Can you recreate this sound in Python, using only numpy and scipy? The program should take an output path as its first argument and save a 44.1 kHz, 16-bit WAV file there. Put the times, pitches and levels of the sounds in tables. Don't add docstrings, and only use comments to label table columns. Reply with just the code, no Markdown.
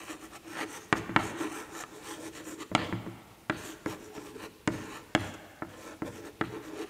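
import sys
import numpy as np
from scipy import signal
from scipy.io import wavfile

SR = 44100
rng = np.random.default_rng(int(sys.argv[2]) if len(sys.argv) > 2 else 0)


def log_audio(samples):
    frames = np.atleast_2d(samples).T
    limited = np.clip(frames, -1, 1)
    pcm = np.round(limited * 32767).astype(np.int16)
    wavfile.write(sys.argv[1], SR, pcm)


def gain_from_decibels(decibels):
    exponent = np.asarray(decibels, float) / 20
    return 10 ** exponent


N = 303893

# peak in seconds, length in seconds, panel drone in dB, scratch in dB, tip hiss in dB.
LOOPS = [(.112, 0.1, -47.5, -41.5, -50.5), (.24, 0.098, -53.5, -51.5, -55), (.83, 0.13, -58.5, -57, -58.5),
         (1.256, .2, -40.5, -42, -48.5), (1.43, 0.16, -36.5, -38, -48.5), (1.57, 0.24, -47, -45.5, -49.5),
         (1.97, .14, -44, -55.5, -57.5), (2.102, 0.21, -44.5, -44, -48.5), (2.378, 0.12, -43.5, -46.5, -53),
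         (2.5, 0.16, -44.5, -50.5, -49.5), (3.675, 0.21, -44.5, -47.5, -50), (3.915, 0.13, -43.5, -45, -52),
         (4.045, 0.17, -51.5, -58, -60.5), (4.165, 0.082, -42.5, -50.5, -59),
         (4.84, 0.3, -46.5, -49.5, -58), (4.955, .15, -48.5, -45, -54.5), (5.266, 0.15, -44.5, -57, -56),
         (5.85, 0.25, -48.5, -53, -57.5), (6.075, 0.06, -38.5, -50, -56), (6.165, 0.19, -43.5, -54, -59.5),
         (6.265, 0.091, -43, -50, -58), (6.55, 0.15, -39.5, -53, -64), (6.885, 0.096, -68, -56, -68)]
PULLS = [(.365, 0.087, -50.5, -45.5, -55.5), (.625, 0.14, -40.5, -36.5, -49.5),
         (.77, 0.15, -45, -45, -48.5), (.54, 0.15, -47.5, -48, -54), (1.815, 0.14, -51, -41.5, -46.5),
         (1.775, 0.14, -47.5, -49, -55), (2.275, 0.14, -36.5, -49, -51),
         (2.627, 0.072, -41.5, -43.5, -50.5), (4.285, 0.29, -45.5, -53.5, -60),
         (4.365, 0.046, -38.5, -59, -64), (4.452, .13, -40.5, -47.5, -55.5), (5.93, 0.12, -46, -51, -70),
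         (6.825, 0.15, -38, -44, -55)]
SKIDS = [(.005, 0.3, -49, -49.5, -55.5), (.965, 0.066, -37.5, -40, -49.5), (1.2, 0.084, -36, -38.5, -68),
         (2.792, 0.14, -37.5, -38.5, -62), (3.532, 0.11, -43, -50, -65), (3.578, 0.096, -53, -51.5, -54),
         (3.882, 0.096, -43, -51, -55), (4.728, 0.12, -41.5, -47.5, -55), (5.205, 0.17, -65, -44, -56),
         (5.34, 0.023, -62, -49, -54.5), (5.704, 0.14, -52, -54.5, -64), (6.445, .08, -60, -49, -67),
         (6.643, 0.16, -45.5, -52.5, -58.5)]
LOOP_RISE, PULL_RISE, SKID_RISE = 0.53, 0.8, 0.21
FADE_DB, FADE_SHAPE = 23.5, 2.31
DRONE_FADE, DUST_FADE = 0.56, 1.45

# start in seconds, scratch tilt in dB per octave,
# hiss tilt in dB per octave, dust over hiss in dB.
GRIPS = [
    (0, -2.3, -0.5, -6.5),
    (.44, -3, -3.5, -7.5),
    (1.0, -4, .1, -8),
    (1.9, 0.8, 1.5, -7.5),
    (3.0, 1.5, -.5, -5),
    (3.86, -0.5, -6, -5.5),
    (4.6, -2.5, -7, -7.5),
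    (5.5, -1.5, -4, -7),
]

# frequency in Hz, width in Hz, level in dB.
DRONE_PEAKS = [(104.5, 9.7, -11), (259, 8.9, -8.5), (280, 130, -22.5), (321.5, 34, 3.5),
               (429.3, 33.5, -0.5), (456, 103, -4.5), (673, 173, -15.5), (828, 127, -11.5)]
SCRATCH_PEAKS = [(780.4, 81.4, -2.5), (900, 480, -9), (1144, 135, -2), (1326, 146, -5.5), (1873, 224, -5.5),
                 (2192, 200, -6), (2500, 900, -8), (3220, 610, -9), (3820, 410, -12.5), (4500, 430, -15.5)]
HISS_PEAKS = [(5537, 590, -2.5), (5980, 410, 2.5), (6400, 630, 1.3), (7170, 710, 1.4), (8170, 1150, -0.5),
              (9100, 650, 0.5)]
DUST_PEAKS = [(10330, 2700, 1.2), (12250, 610, 5.2), (13800, 1900, 0), (14700, 1500, -8)]

# time in seconds, peak in dB, panel boom in dB, tip click in dB, hard edge in dB.
TAPS = [(0.9255, -4, -15, -23.5, -12.5), (1.161, -3, -14.5, -26, -11), (2.749, -3.5, -16, -16, -6.5),
        (3.4961, -9.5, -13.5, -24.5, -14), (3.859, -18.5, -4, -18.5, -41), (4.177, -30.5, -4, -44, -18),
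        (4.674, -11, -4, -14, -9.5), (5.1485, -6.5, -9.5, -15, -8), (5.345, -35, -23, -14, -17),
        (5.62, -20, -7, -55, -37), (6.019, -21.5, -1.5, -27, -30), (6.4097, -10.5, -8.5, -30, -13)]
BOUNCE_MS, THUD_UNDER_BOOM_DB = 1.388, 18

# frequency in Hz, level in dB, T60 in seconds.
PANEL_MODES = [(250, -7, 0.06), (295, -3, 0.07), (327, 2, 0.1), (359, -10.5, 0.1), (410, -4, 0.055),
               (497, -3, 0.034), (554, -16, 0.06), (622, -9, 0.07), (667, -14, 0.038), (740, -16, 0.05)]
THUD_MODES = [(60.7, -9, 0.24), (83.6, -21, 0.1), (96.5, -8, 0.49), (120.8, -7.5, 0.24), (157, -13, 0.1),
              (191.4, -4, 0.15)]
KNOCK_MODES = [(860, -4, .011), (980, -5, .01), (1110, 0, .011), (1330, 2, .01), (1500, -1, .009),
               (1720, 2, .009), (1980, 0, .007)]
EDGE_MODES = [(2340, -10, 0.023), (2900, 0, 0.0073), (3300, 1.5, 0.0055), (3970, -5.5, 0.004),
              (4500, -27, 0.0055)]
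TIP_MODES = [(5080, 4, 0.0027), (7050, 9, 0.0015), (7500, 3, 0.001), (8360, -4, 0.0038), (9700, -3, 0.0028)]
BUMP_MODES = [(115, -9.5, 0.33), (180, -3.5, 0.098), (265, -15, 0.21)]
TICK_MODES = [(1265, 1.5, 0.022), (1740, -3.5, 0.016), (2470, 6, 0.0031), (7000, -16, .003)]

# time in seconds, peak in dB, low body in dB.
BUMPS = [
    (1.092, -23, -5),
    (2.714, -28, 0.5),
    (2.924, -20, -2),
    (3.062, -29, -1),
]

# time in seconds, peak in dB.
TICKS = [
    (1.8376, -27),
    (2.6315, -34),
]

# delay in ms, level in dB.
NEAR_ECHOES = [(6.5, -11.5), (9.5, -11.5), (14, -28.5), (27, -16.5)]
# frequency in Hz, T60 in seconds.
ROOM_T60 = [(80, 0.81), (250, 0.69), (800, 2.44), (2000, 1.9), (4000, 0.62), (8000, 1.42), (15000, 0.046)]
# frequency in Hz, level in dB.
ROOM_TONE = [(80, 5.5), (250, 6), (800, -5), (2000, -5.5), (4000, 4.5), (8000, -5), (15000, -6)]
ROOM_DB, ROOM_RISE_S, ECHO_CUT_HZ = -16, 0.04, 1900
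SCATTER_DB, SCATTER_S = -13.5, 0.019

# frequency in Hz, density in dB per Hz.
AIR_SPECTRUM = [(15, -30), (30, 6), (137, -2.5), (301, -5), (600, -28.5), (2550, -16.5), (4490, -23),
                (16000, -27)]
AIR_DB = -55.5
MIC_LOW_HZ, MIC_HIGH_HZ = 75.6, 15650


def strokes():
    from_s, *columns = np.transpose(GRIPS)
    grip = np.maximum(np.searchsorted(from_s, np.arange(N) / SR) - 1, 0)
    scratch_tilt_db, hiss_tilt_db, dust_db = np.array(columns)[:, grip]
    drone_gain, scratch_gain, hiss_gain, dust_gain = contact()
    coarse = grit(7000, spread_db=5.0, judder_db=-0.5)
    fine = grit(14000, spread_db=3.5, judder_db=1.5)
    drone = resonate(drone_gain * coarse, DRONE_PEAKS, patchy_db=3.5) * np.sqrt(np.mean(drone_gain ** 2))
    scratch = resonate(coarse, SCRATCH_PEAKS, patchy_db=1.5, tilt_db=scratch_tilt_db)
    hiss = resonate(fine, HISS_PEAKS, patchy_db=1.7, tilt_db=hiss_tilt_db)
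    dust = resonate(fine, DUST_PEAKS, patchy_db=1.0)
    return gain_from_decibels(-1.5) * drone + scratch_gain * scratch + hiss_gain * hiss + dust_gain * gain_from_decibels(dust_db) * dust


def contact():
    power = np.zeros((4, N))
    t = np.arange(N) / SR
    for rows, rise in ((LOOPS, LOOP_RISE), (PULLS, PULL_RISE), (SKIDS, SKID_RISE)):
        for peak_s, length_s, drone_db, scratch_db, hiss_db in rows:
            start = max(int((peak_s - 2 * length_s) * SR), 0)
            near = slice(start, int((peak_s + 2 * length_s) * SR))
            late = (t[near] - peak_s) / length_s
            from_peak = np.where(late < 0, -late / rise, late / (1 - rise))
            loss_db = FADE_DB * from_peak ** FADE_SHAPE
            power[:, near] += gain_from_decibels([drone_db - DRONE_FADE * loss_db, scratch_db - loss_db,
                                   hiss_db - loss_db, hiss_db - DUST_FADE * loss_db]) ** 2
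    return np.sqrt(power)


def grit(per_s, spread_db, judder_db):
    sizes = gain_from_decibels(spread_db * np.minimum(rng.exponential(1, N), 4))
    sizes = sizes * rng.choice([-1, 1], N)
    breaks = rng.random(N) < per_s / SR
    return sizes * breaks * gain_from_decibels(judder_db * drift(120))


def resonate(drive, peaks, patchy_db, tilt_db=0):
    out = 0
    middle_oct = np.mean(np.log2(np.array(peaks)[:, 0]))
    for k, (hz, width_hz, level_db) in enumerate(peaks):
        r, w = np.exp(-np.pi * width_hz / SR), 2 * np.pi * hz / SR
        band = signal.lfilter([1 - r * r, 0, r * r - 1], [1, -2 * r * np.cos(w), r * r], drive)
        gain_db = level_db + tilt_db * (np.log2(hz) - middle_oct) + patchy_db * drift(3.8)
        out = out + (-1) ** k * gain_from_decibels(gain_db) * band
    return rms_one(out)


def taps():
    s, peak_db, boom_db, click_db, edge_db = np.transpose(TAPS)
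    s = s + 0.0014
    again = s + BOUNCE_MS / 1000 * rng.uniform(0.8, 1.25, len(s))
    knock = strike(s, peak_db - 14, KNOCK_MODES, spread_db=1.5, stagger_ms=0.25)
    knock -= strike(again, peak_db - 14, KNOCK_MODES, spread_db=2, stagger_ms=1.2)
    edge = strike(s, peak_db + edge_db - 7.5, EDGE_MODES, spread_db=0.5)
    edge += strike(again, peak_db + edge_db - 5, EDGE_MODES, spread_db=1.5, stagger_ms=1.5)
    click = strike(s, peak_db + click_db - 6.5, TIP_MODES, spread_db=2)
    click += strike(again, peak_db + click_db - 16, TIP_MODES, spread_db=2)
    boom = strike(s, peak_db + boom_db - 7, PANEL_MODES, spread_db=2.0, stagger_ms=1.41)
    thud = np.zeros(N)
    thud_db = peak_db + boom_db - THUD_UNDER_BOOM_DB
    for late_s in (0.018, 0.034, 0.06):
        thud += strike(s + late_s, thud_db, THUD_MODES, spread_db=0.5, stagger_ms=11.9)
    hard = soften(knock, 2720) + soften(edge, 4150) + soften(click, 8900)
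    return hard + soften(boom, 1840) + soften(thud, 190)


def bumps():
    s, peak_db, low_db = np.transpose(BUMPS)
    knocks = np.zeros(N)
    for late_s, loss_db in ((0.002, 16.9), (0.004, 22), (0.011, 25)):
        knocks += strike(s + late_s, peak_db - loss_db, [*KNOCK_MODES, *PANEL_MODES], spread_db=7.5)
    body = strike(s + 0.00464, peak_db + low_db - 0.5, BUMP_MODES, spread_db=1.0)
    return soften(knocks, 2250) + soften(body, 440)


def ticks():
    s, peak_db = np.transpose(TICKS)
    return soften(strike(s, peak_db - 6, TICK_MODES, spread_db=1), 9000)


def strike(at_s, peak_db, modes, spread_db, stagger_ms=0):
    out = np.zeros(N)
    own_db = spread_db * rng.standard_normal((len(at_s), len(modes)))
    delay_s = stagger_ms / 1000 * rng.random(own_db.shape)
    at = np.round((at_s[:, None] + delay_s) * SR).astype(int)
    for k, (hz, level_db, t60_s) in enumerate(modes):
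        clicks = np.zeros(N)
        clicks[at[:, k]] = gain_from_decibels(peak_db + level_db + own_db[:, k])
        out += ring(clicks, hz, t60_s)
    return out


def ring(clicks, hz, t60_s):
    r, w = gain_from_decibels(-60 / (t60_s * SR)), 2 * np.pi * hz / SR
    return signal.lfilter([0, np.sin(w)], [1, -2 * r * np.cos(w), r * r], clicks + 1e-18)


def soften(x, hz):
    return signal.sosfilt(signal.butter(4, hz, fs=SR, output="sos"), x)


def classroom(x):
    t = np.arange(N) / SR
    tail = np.zeros(N)
    for hz, band in bands():
        tail += gain_from_decibels(at_hz(ROOM_TONE, hz) - 60 * t / at_hz(ROOM_T60, hz)) * band
    tail = tail * (1 - np.exp(-(t / ROOM_RISE_S) ** 2))
    tail = gain_from_decibels(ROOM_DB) * tail / np.sqrt(np.sum(tail ** 2))
    scatter = rng.standard_normal(N) * np.exp(-t / SCATTER_S)
    scatter = scatter * gain_from_decibels(SCATTER_DB) / np.sqrt(SCATTER_S * SR / 2)
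    echoes = np.zeros(N)
    for delay_ms, level_db in NEAR_ECHOES:
        echoes[round(delay_ms * SR / 1000)] = gain_from_decibels(level_db)
    return signal.fftconvolve(x, tail + scatter + soften(echoes, ECHO_CUT_HZ))[:N]


def air():
    noise = np.zeros(N)
    for hz, band in bands():
        noise += gain_from_decibels(at_hz(AIR_SPECTRUM, hz) + 1.3 * drift(29.0)) * band
    return gain_from_decibels(AIR_DB) * rms_one(noise)


def bands():
    edges_hz = 22 * 2 ** np.arange(0, 9.6, 0.5)
    white = rng.standard_normal((2, N))
    for k, (low, high) in enumerate(zip(edges_hz, edges_hz[1:])):
        band_pass = signal.butter(2, [low, high], "band", fs=SR, output="sos")
        yield np.sqrt(low * high), signal.sosfilt(band_pass, white[k % 2])


def at_hz(points, hz):
    table_hz, values = np.transpose(points)
    return np.interp(np.log(hz), np.log(table_hz), values)


def drift(rate_hz):
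    r = np.exp(-2 * np.pi * rate_hz / SR)
    slow = signal.lfilter([1], [1, -2 * r, r * r], rng.standard_normal(N + SR))
    return rms_one(slow[SR:])


def rms_one(x):
    return x / np.sqrt(np.mean(x ** 2) + 1e-20)


def scene():
    board = strokes() + taps() + bumps() + ticks()
    return (board + classroom(board) + air())[None]


def roll_off(x):
    return signal.sosfilt(signal.butter(12, 16480, fs=SR, output="sos"), x)


def record(dry):
    mic = signal.sosfilt(signal.butter(2, MIC_LOW_HZ, "high", fs=SR, output="sos"), dry)
    mic = signal.sosfilt(signal.ellip(12, 0.5, 60, MIC_HIGH_HZ, fs=SR, output="sos"), mic)
    return roll_off(mic)


dry = scene()
out = record(dry)
log_audio(out)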